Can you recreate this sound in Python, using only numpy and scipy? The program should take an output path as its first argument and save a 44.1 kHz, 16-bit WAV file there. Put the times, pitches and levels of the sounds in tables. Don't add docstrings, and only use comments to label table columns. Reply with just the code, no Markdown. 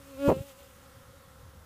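import sys
import numpy as np
from scipy import signal
from scipy.fft import rfft, irfft
from scipy.io import wavfile
from scipy.ndimage import uniform_filter1d

SR = 44100
rng = np.random.default_rng(int(sys.argv[2]) if len(sys.argv) > 2 else 0)


def boost_factor(decibels):
    exponent = np.asarray(decibels, float) / 20
    return 10 ** exponent


def pcm_store(signal):
    levels = np.round(np.clip(np.atleast_2d(signal), -1, 1) * 32767)
    wavfile.write(sys.argv[1], SR, levels.astype(np.int16).T)


N = 72765
T = np.arange(N) / SR


def evened(x):
    return x / np.sqrt(np.mean(x ** 2) + 1e-20)


def noise(shape):
    hz = np.fft.rfftfreq(N, 1 / SR)
    shape_hz, shape_db = np.transpose(shape)
    gain = boost_factor(np.interp(np.log(hz + 1), np.log(shape_hz + 1), shape_db, -90))
    return evened(irfft(rfft(rng.standard_normal(N)) * gain, N))


def drift(rate_hz):
    t = T[::32]
    rates = np.geomspace(rate_hz / 12, rate_hz, num=16)
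    waves = sum(np.sin(2 * np.pi * (f * t + rng.random())) / np.sqrt(f) for f in rates)
    return np.interp(T, t, evened(waves))


# time in seconds, wingbeat in Hz,
# second harmonic in dB, first harmonic in dB, wing-edge rasp and upper harmonics in dB.
FLIGHT = [
    (0, 281.7, -59, -56, -72),
    (.035, 275.3, -64, -64, -68),
    (0.113, 276.8, -53.5, -52, -65),
    (0.167, 261.4, -49, -52, -64.5),
    (0.199, 278.4, -40, -40.5, -59),
    (0.276, 283, -23, -24, -50),
    (0.286, 280, -33, -30, -47.5),
    (0.315, 272, -29.5, -44, -55),
    (0.333, 267.1, -36.5, -53, -58),
          (0.361, 262.8, -39.5, -54, -58.5),
    (.42, 277, -45.5, -51.5, -57.5),
    (0.451, 280.4, -53.5, -61.5, -61.5),
    (.49, 278.4, -55, -62, -57),
    (.522, 263.4, -54, -68, -58.5),
    (.545, 264.9, -63.5, -84, -68),
    (.6, 280.7, -56, -71, -60.5),
    (0.682, 271.5, -61, -75, -65.5),
    (.76, 264, -74, -84, -67.5),
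]
# multiple of the wingbeat, level in dB from the front, in dB from behind.
UPPER_HARMONICS = [(3, -2, -4), (4, 3, -9), (5, 3, -9), (6, -6, -11), (7, -12, -12), (8, -8, -12),
                   (9, -3, -13), (10, -4, -8), (11, -7, -10), (12, -10, -10), (13, -13, -11),
                   (14, -12, -14), (15, -14, -15), (16, -14, -16), (17, -16, -18), (18, -17, -17),
                   (19, -17, -18)]
# frequency in Hz, density in dB per Hz.
RASP_SPECTRUM = [(1200, -3), (2300, -6), (2700, 1.5), (4000, -9.5), (5600, -6), (7300, -2.5), (10500, -6),
                 (15300, -4)]


def bee():
    pass_s, turn_s, leave_s = 0.36, 0.052, 0.24
    flutter_db, shiver_rad = 1.8, 0.5
    s, *tracks = np.transpose(FLIGHT)
    tracks = [uniform_filter1d(np.interp(T, s, track), size=300) for track in tracks]
    wingbeat_hz, second_db, first_db, rasp_db = tracks

    phase = 2 * np.pi * np.cumsum(wingbeat_hz) / SR
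    low = boost_factor(first_db) * np.sin(phase) + boost_factor(second_db) * np.sin(2 * phase + np.pi)

    behind = 0.5 + 0.5 * np.tanh((T - pass_s) / turn_s)
    upper = 0
    for k, front_db, back_db in UPPER_HARMONICS:
        follow = 0.32 if k < 6.5 else 0.18
        level_db = front_db + behind * (back_db - front_db) + follow * (second_db + 37.5)
        level_db = level_db + flutter_db * drift(44.6)
        upper = upper + boost_factor(level_db) * np.sin(k * phase + shiver_rad * np.sqrt(k / 8) * drift(70.8))

    puffs = noise(RASP_SPECTRUM) * (1 + np.cos(2 * phase) + 0.28 * np.cos(phase))
    gone = np.exp(-np.maximum(T - s[-1], 0) / leave_s)
    tones = np.sqrt(2) * (low + boost_factor(rasp_db - 0.5) * upper)
    return gone * (tones + boost_factor(rasp_db + 1.0) * puffs)


# time in seconds, level in dB.
DOWNWASH = [
    (.268, -61),
    (0.283, -28),
    (.3, -25),
    (.312, -32),
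    (.326, -27.5),
    (0.34, -41),
    (.39, -40),
    (.425, -57.5),
    (.445, -65),
]
# frequency in Hz, density in dB per Hz.
BLAST_SPECTRUM = [(25, -30), (70, 8.5), (160, 8), (550, -0.5), (900, 3), (1300, -8), (2100, -23),
                  (4000, -68)]
# frequency in Hz, density in dB per Hz.
WAKE_SPECTRUM = [(30, -22), (65, -8), (140, 0), (260, -3), (450, -11), (900, -30), (4000, -70)]


def downwash():
    wake_from_s, blend_s = 0.3242, 0.014
    s, db = np.transpose(DOWNWASH)
    late = 1 / (1 + np.exp(-np.clip((T - wake_from_s) / blend_s * 2, -40, 40)))
    air = np.sqrt(1 - late) * noise(BLAST_SPECTRUM) + np.sqrt(late) * noise(WAKE_SPECTRUM)
    lumps_db = 1.2 * drift(147.8)
    return air * boost_factor(np.interp(T, s, db, -120, -120) + lumps_db)


# time in seconds, peak in dB, swirl in Hz (its sign gives
EDDIES = [(0.2817, -13.5, 163, 1.05), (.2860, -22, 215, 1.06), (.2897, -13.5, -470, 2.25),
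          (.2930, -19.5, -600, 0.85), (0.2968, -9.5, 392, 0.86), (.3000, -18.5, 750, 1.83),
          (.3043, -16, -560, 1.95), (.3085, -16, -330, 1.06), (0.317, -12, 506, 1.82),
          (0.3216, -19, 400, 1.34), (.3250, -19, 452, 1.25), (0.3294, -19.5, 245, 0.8),
          (0.41, -29, 113, 1.7), (.3025, -31.5, 1900, 1.7), (0.3173, -37, 1250, 1.4),
          (0.279, -29.5, 140, 1.3), (0.974, -50, 103, 2.6), (1.09, -49, 107, 2.2), (1.435, -43, 83, 1.3),
          (1.56, -45.5, 108, 0.78), (1.605, -50, 66, 0.61)]


def eddies():
    out = np.zeros(N)
    for s, db, swirl_hz, cycles in EDDIES:
        u = (T - s) * swirl_hz
        swell = np.exp(-2 * (u / (0.5 * cycles)) ** 2)
        out += boost_factor(db) * swell * np.sin(2 * np.pi * u) * 1.19
    return out


# wingbeat in Hz, level in dB, nearest moment in seconds, stay in seconds.
SWARM = [
    (253.5, -65, 0.61, 0.16),
    (277, -67, 0.9, 0.17),
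    (254.5, -69, 0.97, 0.14),
    (277, -67.5, 1.2, 0.11),
    (264.2, -72.5, 1.19, 0.17),
    (241.3, -75, 1.4, 0.38),
    (264, -69.5, 1.404, 0.29),
    (247, -72, 1.45, 0.19),
    (272, -68.5, 0.833, 0.11),
    (218, -79, 1.41, 0.078),
]
# multiple of the wingbeat, level in dB.
FAR_HUM = [(1, -6), (2, 2), (3, -9), (4, -5), (5, -4), (6, -12), (7, -10), (8, -14), (11, -17), (12, -16),
           (13, -14), (14, -16)]


def swarm():
    out = np.zeros(N)
    for wingbeat_hz, db, nearest_s, stay_s in SWARM:
        phase = 2 * np.pi * np.cumsum(wingbeat_hz * (1 + 0.00803 * drift(14))) / SR
        tone = 0
        for k, hum_db in FAR_HUM:
            tone = tone + boost_factor(hum_db + 2.5 * drift(20)) * np.sin(k * phase + 6 * rng.random())
        out += boost_factor(db) * np.sqrt(2) * tone / (1 + ((T - nearest_s) / stay_s) ** 2)
    return out


# frequency in Hz, density in dB per Hz.
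RUMBLE_SPECTRUM = [(20, -48), (40, -29), (70, 4), (110, -5.5), (170, -13.5), (280, -19), (600, -78)]
# time in seconds, swell in dB, length in seconds.
GUSTS = [
    (0.082, -2, 0.23),
    (.21, 6.5, 0.12),
    (0.79, 1, 0.044),
    (0.907, -11, .05),
    (1.034, 3.5, 0.053),
    (1.2, -8, 0.096),
    (1.29, 2.5, 0.061),
    (1.48, 4.5, 0.15),
]


def wind():
    gusts_db = sum(db * np.exp(-((T - s) / length_s) ** 2) for s, db, length_s in GUSTS)
    return boost_factor(-59 + 1.0 * drift(25) + gusts_db) * noise(RUMBLE_SPECTRUM)


# frequency in Hz, density in dB per Hz.
AIR_SPECTRUM = [(12, -40), (20, -12.5), (97, 1), (391, -15), (516, -8), (644, -16.5), (1330, -11.5),
                (2310, -21.5), (15300, -25.5)]


def open_air():
    patch_db, sag_db_per_s = 0.6, -2.5
    frames, hz = N // 256 + 5, np.fft.rfftfreq(1024, 1 / SR)
    real, imag, patches = rng.standard_normal((frames, 513, 3)).T
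    patches = uniform_filter1d(patches, size=14, axis=0)
    patches = evened(uniform_filter1d(patches, size=14, axis=1))
    shape_hz, shape_db = np.transpose(AIR_SPECTRUM)
    level_db = np.interp(np.log(hz + 1), np.log(shape_hz + 1), shape_db, -90)[:, None]
    treble = np.clip(hz / 2500, 0, 1)[:, None]
    sag_db = sag_db_per_s * (np.arange(frames) * 256 / SR - 1.2) * treble
    z = (real + 1j * imag) * boost_factor(level_db + patch_db * patches + sag_db)
    return boost_factor(-56.5) * evened(signal.istft(z, nperseg=1024, noverlap=768)[1][:N])


def ducking(bee_sound):
    knee_db, squeeze, recover_db_per_s = -38, 0.26, 36
    power_db = 10 * np.log10(abs(uniform_filter1d(bee_sound ** 2, size=600)) + 1e-12)
    fall_db = T * recover_db_per_s
    held_db = np.maximum.accumulate(power_db + fall_db) - fall_db
    over_db = np.maximum(held_db - knee_db, 0)
    return boost_factor(-squeeze * uniform_filter1d(over_db, size=400))


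def scene():
    near = bee() + downwash() + eddies()
    far = swarm() + open_air() + wind()
    return (near + ducking(near) * far)[None]


def band_limit(x):
    return signal.sosfilt(signal.butter(12, 16530, fs=SR, output="sos"), x)


def record(dry):
    edge = signal.firwin(1023, 15330, window=("kaiser", 9), fs=SR)
    mix = signal.oaconvolve(dry, edge[None], "same")
    return band_limit(mix)


dry = scene()
out = record(dry)
pcm_store(out)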